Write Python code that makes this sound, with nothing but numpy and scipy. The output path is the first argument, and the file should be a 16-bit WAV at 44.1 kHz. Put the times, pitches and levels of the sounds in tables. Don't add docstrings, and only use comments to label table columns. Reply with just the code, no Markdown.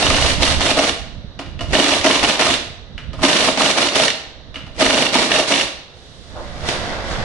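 import sys
import numpy as np
from scipy import signal
from scipy.fft import rfft, irfft, next_fast_len
from scipy.io import wavfile
from scipy.ndimage import map_coordinates

SR = 44100
rng = np.random.default_rng(int(sys.argv[2]) if len(sys.argv) > 2 else 0)


def waveform_to_disk(signal):
    frames = np.transpose(np.atleast_2d(signal))
    scaled = np.clip(frames, -1, 1) * 32767
    samples = np.round(scaled).astype(np.int16)
    wavfile.write(sys.argv[1], SR, samples)


N = 319284
T = np.arange(N) / SR
TOP_HZ = 10650

# (start [s], release [s], exhaust level [dB], first blow [s], blow rate [Hz],
# thud level [dB], clank level [dB], weakening [dB per blow])
TRIGGER_PULLS = [(-.02, 0.319, -20, .024, 25.3, -10.5, -10, 0.83),
                 (0.403, .522, -18, .429, 22, -10, -8.5, 4),
                 (0.606, 0.716, -20.5, .613, 20.8, -14, -11.5, -1.5),
                 (0.756, 0.889, -22, .788, 19.5, -10.5, -12, -0.2),
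                 (1.724, 1.965, -19.5, 1.749, 21.5, -10.5, -10, 0.06),
                 (2.056, 2.18, -20, 2.063, 21.5, -7.5, -8, 2),
                 (2.232, 2.33, -21.5, 2.242, 19, -9.5, -10, 1),
                 (2.393, 2.538, -20.5, 2.419, 22.7, -7, -9.5, 2.3),
                 (3.219, 3.493, -19, 3.249, 25.6, -11.5, -9.5, 0.4),
                 (3.577, 3.712, -18.5, 3.616, 24, -10.5, -10, 1.5),
                 (3.766, 3.861, -19.5, 3.781, 22.7, -9, -13.5, 0),
                 (3.94, 4.054, -17.5, 3.955, 25.3, -13, -11.5, 0),
                 (4.784, 5.059, -21.5, 4.823, 25.2, -10.5, -10.5, 0.35),
                 (5.117, 5.253, -21, 5.153, 26, -7, -12, 1.4),
                 (5.31, 5.409, -20.5, 5.317, 25.2, -10.5, -8.5, 0.7),
                 (5.46, 5.625, -21.5, 5.518, 25.3, -9, -7.5, 4)]
# (frequency [Hz], bandwidth [Hz], level [dB])
WHEEL_MODES = [(204, 23, -11.5), (254, 28, 0.5), (290.7, 32, 0), (350.6, 16, -2.5), (473, 67, -7),
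               (522, 73, -6.5), (544, 15, -2), (624, 28, 3), (681, 39, 1), (842, 45, -7), (947, 18, -3.5),
               (1045, 56, -8), (1243, 43, -5), (1414, 48, -11)]
SOCKET_MODES = [(1830, 290, -9), (2257, 72, -2.5), (2740, 94, -1.5), (2920, 190, -2.5), (2980, 137, -1),
                (3400, 90, -5), (3660, 55, 1.5), (4190, 250, -8.5), (5710, 115, -6), (7330, 220, -14.5)]
# (frequency [Hz], level [dB])
RATTLE_SPECTRUM = [(60, -15), (140, -8.5), (280, 3), (700, -0.5), (1300, -6.5), (2200, -2), (4000, -5),
                   (7000, -13.5), (10500, -20)]
CRACK_SPECTRUM = [(200, -29), (900, -10), (1800, 8.5), (4000, 0), (7000, -12), (10500, -20)]
# (frequency [Hz], correlation [-1..1])
PORT_CORRELATION = [(60, 0.64), (270, 0.73), (600, 0.97), (1170, 0.47), (1800, -0.052), (2900, 0.56),
                    (3900, -0.46), (6000, 0.063)]


def amp(db):
    return 10 ** (np.asarray(db) / 20)


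def unit(x):
    return x / np.sqrt(np.mean(x ** 2) + 1e-20)


def along(points, hz):
    freqs, values = np.transpose(points)
    return np.interp(np.log(hz + 1), np.log(freqs), values)


def level(rows):
    return amp(np.interp(T, *np.transpose(rows)))


def wobble(rate):
    return map_coordinates(rng.standard_normal(int(N * rate / SR) + 4), [T * rate])


def filtered(x, response):
    size = next_fast_len(N + SR // 2)
    return irfft(rfft(x, size) * response(np.fft.rfftfreq(size, 1 / SR)), size)[..., :N]


def resonate(x, modes):
    def body(f):
        response = sum((-1) ** k * amp(db) * 1j * f * width / (hz * hz - f * f + 1j * f * width)
                       for k, (hz, width, db) in enumerate(modes))
        return response / np.sqrt(np.mean(np.abs(response) ** 2))
    return filtered(x, body)


def mid_side_gains(correlation, hz):
    angle = np.arccos(np.clip(along(correlation, hz), -1, 1)) / 2
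    return np.array([np.cos(angle), np.sin(angle)])


def noise(spectrum, correlation=PORT_CORRELATION):
    def colour(hz):
        return amp(along(spectrum, hz)) * (hz < TOP_HZ) * mid_side_gains(correlation, hz)
    mid, side = filtered(rng.standard_normal((2, N)), colour)
    return unit(np.array([mid + side, mid - side]))


def strokes(events, rise, fall):
    power = np.zeros(N)
    for s, db in events:
        near = slice(max(int((s - .2) * SR), 0), int((s + .3) * SR))
        t = T[near] - s
        power[near] += amp(db - 60 * np.maximum(-t / rise, t / fall)) ** 2
    return np.sqrt(power)


def impulses(events):
    x = np.zeros(N)
    for s, db in events:
        x[round(s * SR)] += amp(db)
    return x


def add(track, s, sound):
    track[:, round(s * SR):][:, :sound.shape[1]] += sound


def shop():
    spectrum = [(30, 3), (130, 4), (250, -0.5), (520, 5), (1000, -6.5), (1900, -7), (2400, -23),
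                (2900, -11), (3800, 3), (5000, -16), (6000, -16), (8000, -52), (10500, -54)]
    return amp(-47) * noise(spectrum)


def draught():
    spectrum = [(15, -7), (35, -3.5), (65, -1), (110, -9), (170, -15.5), (300, -21), (800, -74)]
    gusts = [(0, -31.5), (.12, -21), (.34, -26.5), (.56, -20.5), (.75, -34.5), (1.22, -35.5), (1.4, -39),
             (1.72, -25), (1.8, -38), (2.75, -42), (3.2, -29.5), (3.35, -41), (4.3, -46), (4.75, -36.5),
             (5.85, -51.5), (6.55, -32), (6.9, -36), (7.2, -24.5)]
    buffet = unit(amp(2.2 * wobble(24)) * noise(spectrum, correlation=[(50, 0.46)]))
    return amp(1.5) * level(gusts) * buffet


def garage(x, build_up_s=0.013):
    decay_times = [(100, 0.42), (500, 0.61), (1500, 0.61), (3500, 0.69), (6000, 0.55), (10000, 0.38)]
    hz, t, spectra = signal.stft(rng.standard_normal((2, SR)), SR, nperseg=256)
    mid, side = spectra * mid_side_gains(PORT_CORRELATION, hz)[:, :, None]
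    fade = amp(-60 * t / along(decay_times, hz)[:, None]) * (1 - np.exp(-t / build_up_s))
    tail = signal.istft(np.array([mid + side, mid - side]) * fade, SR, nperseg=256)[1]
    return signal.fftconvolve(x, tail / np.linalg.norm(tail[0]), axes=1)[:, :N]


def scatter(x, t60, share):
    t = np.arange(SR // 20) / SR
    spray = rng.standard_normal((2, len(t))) * amp(-60 * t / t60)
    spray /= np.linalg.norm(spray, axis=1, keepdims=True)
    return x + share * signal.fftconvolve(x, spray, axes=1)[:, :N]


def handling(cutoff_hz=450):
    bumps = [(1.179, -30), (1.241, -28.5), (1.547, -33), (1.703, -25.5), (3.085, -30), (4.635, -32.5)]
    modes = [(70, 35, -0.5), (131, 83, -1), (214, 49, -5)]
    push = signal.sosfilt(signal.butter(3, cutoff_hz, fs=SR, output="sos"), impulses(bumps))
    return resonate(amp(25) * push, modes)


def dragging():
    # (frequency [Hz], level [dB])
    scrape_spectrum = [(60, -7), (150, -3.5), (380, -4.5), (520, 2.5), (700, 4), (850, -3), (2000, -0.5),
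                       (2500, -9.5), (3800, -7), (5000, -13.5), (7500, -24), (10500, -38)]
    roll_spectrum = [(150, -5.5), (450, -1), (650, 4.5), (900, -0.5), (1200, -4), (1650, -9.5), (2200, -30),
                     (6000, -38)]
    bright_spectrum = [(500, -21), (1800, -6), (2400, -4), (3600, 5.5), (5000, -1.5), (7000, -4.5),
                       (10500, -12.5)]
    # (time [s], level [dB])
    scrape_levels = [(6.2, -52.5), (6.45, -38), (6.6, -37), (6.66, -26), (6.73, -24), (6.8, -30),
                     (6.92, -25.5), (7.02, -31.5), (7.12, -26.5), (7.24, -27)]
    roll_levels = [(6.25, -69), (6.33, -49), (6.37, -32), (6.41, -32.5), (6.46, -48.5), (6.6, -39),
                   (6.8, -34)]
    bright_levels = [(5.8, -76), (5.98, -52), (6.55, -47), (6.64, -39), (6.7, -25), (6.78, -35),
                     (7.02, -46), (7.12, -34), (7.24, -47)]
    knocks = [(6.688, -9.5)]
    scrape = level(scrape_levels) * unit(amp(1.3 * wobble(250))) * noise(scrape_spectrum)
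    contact = amp(-12) * noise(CRACK_SPECTRUM) + amp(-5) * noise(RATTLE_SPECTRUM)
    knock = strokes(knocks, rise=0.0018, fall=0.056) * contact
    roll = level(roll_levels) * noise(roll_spectrum)
    hiss_then_swish = level(bright_levels) * noise(bright_spectrum)
    return amp(-1) * scrape + roll + knock + hiss_then_swish


def clank(vary_db, detune):
    t = np.arange(SR // 25) / SR
    hz, width, db = np.transpose(SOCKET_MODES)[:, :, None]
    strength, drift, lag = rng.standard_normal((3, len(SOCKET_MODES), 1))
    gain = amp(db + vary_db * strength) * width
    phase_gap = (hz / hz.mean()) ** 2 * lag
    phase = rng.uniform(0, 2 * np.pi, lag.shape) + np.array([phase_gap, -phase_gap]) / 2
    partials = np.exp(-np.pi * width * t) * np.sin(2 * np.pi * hz * (1 + detune * drift) * t + phase)
    return np.sum(gain * partials, axis=1) / np.linalg.norm(gain)


def seating(free_ring_hz=2910, free_ring_t60=0.077):
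    # (time [s], clink level [dB], knock level [dB], upper cutoff [Hz], free ring level [dB])
    contacts = [(1.391, -22.5, -26, 3500, -41), (1.462, -32.5, -43, 3970, -46),
                (1.592, -26, -37, 3500, -30), (1.608, -27, -22.5, 5300, -21.5),
                (2.979, -22.5, -41, 3100, -31.5), (3.132, -30, -33.5, 3830, -44),
                (4.543, -26.5, -36, 3560, -39), (4.558, -22, -33.5, 3520, -29),
                (4.665, -38, -37.5, 3500, -46)]
    clacks = np.zeros((2, N))
    t = np.arange(SR // 5) / SR
    fade = amp(-60 * t / 0.018) + amp(-0.5 - 60 * t / 0.33)
    free_ring = amp(-60 * t / free_ring_t60) * np.sin(2 * np.pi * free_ring_hz * t)
    for s, db, _, cutoff_hz, ring_db in contacts:
        rattle = fade * (rng.standard_normal(len(t)) + 0.71 * rng.standard_normal((2, len(t))))
        band = signal.butter(2, [1100, cutoff_hz], "bandpass", fs=SR, output="sos")
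        add(clacks, s, amp(db - 4.5) * signal.sosfilt(band, rattle))
        add(clacks, s, amp(db + 1.5) * signal.sosfilt(band, clank(vary_db=-1.5, detune=0.013)))
        add(clacks, s, amp(ring_db) * free_ring[None])
    knocks = [(s, db) for s, _, db, *_ in contacts]
    shake = strokes(knocks, rise=.002, fall=0.18)
    drive = amp(18.5) * impulses(knocks) + amp(-3.5) * shake * rng.standard_normal(N)
    return clacks + resonate(drive, WHEEL_MODES) + amp(-6.5) * shake * noise(RATTLE_SPECTRUM)


def exhaust(opening_s=0.02, run_down_t60=0.26, surge_db=1.14):
    spectrum = [(60, -27), (140, -2), (300, -3), (650, 1), (1400, -2.5), (2000, 0.5), (2800, -2.5),
                (4000, 3.5), (5000, -5), (5800, -5), (7500, -7.5), (10500, -12.5)]
    flow = np.zeros(N)
    for start, release, db, *_ in TRIGGER_PULLS:
        valve = np.clip((T - start) / opening_s, 0, 1)
        loss_db = 60 * np.clip((T - release) / run_down_t60, 0, 2)
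        flow = np.maximum(flow, valve * amp(db - loss_db))
    return flow * amp(surge_db * wobble(130)) * noise(spectrum)


def brake_disc(drive):
    modes = [(625, 33, -16), (671, 8.6, -4), (834, 11, -11), (1620, 7.2, -15), (1807, 15, 1),
             (2650, 20, -4.5), (2862, 60, -7.5), (3310, 16, -7), (3490, 20, 2.5), (3750, 16, 7),
             (4370, 13, 1), (5400, 14, -5)]
    return resonate(drive, modes)


def tyre(x, corner_hz=400):
    boom_levels = [(.9, -5.5), (1.7, 1.5), (2.0, -7), (2.6, -7.5), (3.2, 0), (4.1, -6.5), (4.8, -1.5),
                   (5.6, -4.5)]
    boom = filtered(x, lambda hz: 1 / (1 + (hz / corner_hz) ** 6))
    return x + (level(boom_levels) - 1) * boom


def bites():
    hits = [(1.733, -11), (1.916, -14.5), (2.044, -12.5), (2.229, -12), (2.394, -11), (3.233, -9),
            (3.574, -13.5), (3.958, -13.5), (4.797, -16.5), (4.808, -11)]
    punch = strokes(hits, rise=0.0016, fall=0.14)
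    crack = amp(-5.5) * strokes(hits, rise=.002, fall=.05) * noise(CRACK_SPECTRUM)
    drive = amp(18.5) * impulses(hits) + amp(-12) * punch * rng.standard_normal(N)
    return resonate(drive, WHEEL_MODES) + amp(-3.5) * punch * noise(RATTLE_SPECTRUM) + crack


def wheel(blows):
    load = strokes(blows, rise=.13, fall=0.046)
    chatter = unit(rng.standard_normal(N) * amp(7.2 * wobble(500)))
    drive = amp(-6) * load * chatter + amp(15.5) * impulses(blows)
    rattle = amp(-6) * load * amp(3.2 * wobble(400)) * noise(RATTLE_SPECTRUM)
    return resonate(drive, WHEEL_MODES) + rattle


def socket(clanks, max_rebound_s=0.0028):
    rings = np.zeros((2, N))
    for s, db in clanks:
        add(rings, s, amp(db + 2.5) * clank(vary_db=4.0, detune=0.018))
        rebound = s + max_rebound_s * rng.uniform(0.51, 1)
        add(rings, rebound, amp(db) * clank(vary_db=3.5, detune=0.016))
    buzz = amp(-13.5) * strokes(clanks, rise=0.015, fall=0.1) * rng.standard_normal(N)
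    crack = amp(-6.5) * strokes(clanks, rise=0.0056, fall=0.02) * noise(CRACK_SPECTRUM)
    return scatter(rings, t60=0.019, share=0.13) + resonate(buzz, SOCKET_MODES) + crack


def hammer():
    # (time [s], level [dB])
    overruns = [(2.013, -16.5), (2.194, -15.5), (2.356, -18), (2.539, -12), (3.712, -11.5), (3.887, -11),
                (4.081, -8.5), (4.103, -9.5), (5.09, -17), (5.611, -9.5)]
    stall_db_per_s = 521
    jitter_s, uneven_db = .001, 1.0
    clank_lag_s = .0025
    bounce_db, bounce_spread_db = -5.5, 1.5
    blows, clanks = [], list(overruns)
    for _, release, _, first, rate_hz, thud_db, clank_db, weaken_db in TRIGGER_PULLS:
        for k, (late, hard, sharp, gap, loose) in enumerate(rng.standard_normal((9, 5))):
            s = first + k / rate_hz + jitter_s * late
            loss_db = weaken_db * k + stall_db_per_s * max(s - release, 0)
            blows.append((s, thud_db - loss_db + uneven_db * hard))
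            clanks.append((s + clank_lag_s, clank_db - loss_db + uneven_db * sharp))
            bounce = s + (.5 + .3 * np.tanh(gap)) / rate_hz
            if bounce < release:
                clanks.append((bounce, clank_db - loss_db + bounce_db + bounce_spread_db * loose))
    return blows, clanks


def scene():
    blows, clanks = hammer()
    air = exhaust()
    thuds = tyre(wheel(blows) + bites())
    steel = socket(clanks)
    seat = seating()
    drag = dragging()
    disc = brake_disc(amp(-18.5) * steel + amp(-24) * thuds + amp(-19) * seat)
    direct = air + thuds + steel + seat + drag + disc
    into_hall = (amp(-7) * air + amp(-8) * thuds + amp(-12) * steel
                 + amp(-7) * seat + amp(-7.5) * drag + amp(-10.5) * disc)
    return direct + garage(into_hall) + handling() + draught() + shop()


def record(dry, ceiling=.85):
    ports = [(60, -9, 3.5), (147, -1, 6), (300, 0.5, 4.5), (603, 1, 0.5), (1390, 0.5, 1), (1980, -0.5, 1),
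             (2340, 3, -4), (2700, 0, 2), (3940, -6, 2.5), (4490, 2, 2), (5770, -5, 5), (7100, -11, 2),
             (11300, -24, 4)]
    left = [(hz, db) for hz, db, _ in ports]
    right = [(hz, db) for hz, _, db in ports]
    coloured = filtered(dry, lambda hz: amp([along(left, hz), along(right, hz)]))
    rounded = coloured / (1 + np.abs(coloured / ceiling) ** 4) ** (1 / 4)
    return filtered(rounded, lambda hz: hz < TOP_HZ)


dry = scene()
out = record(dry)
waveform_to_disk(out)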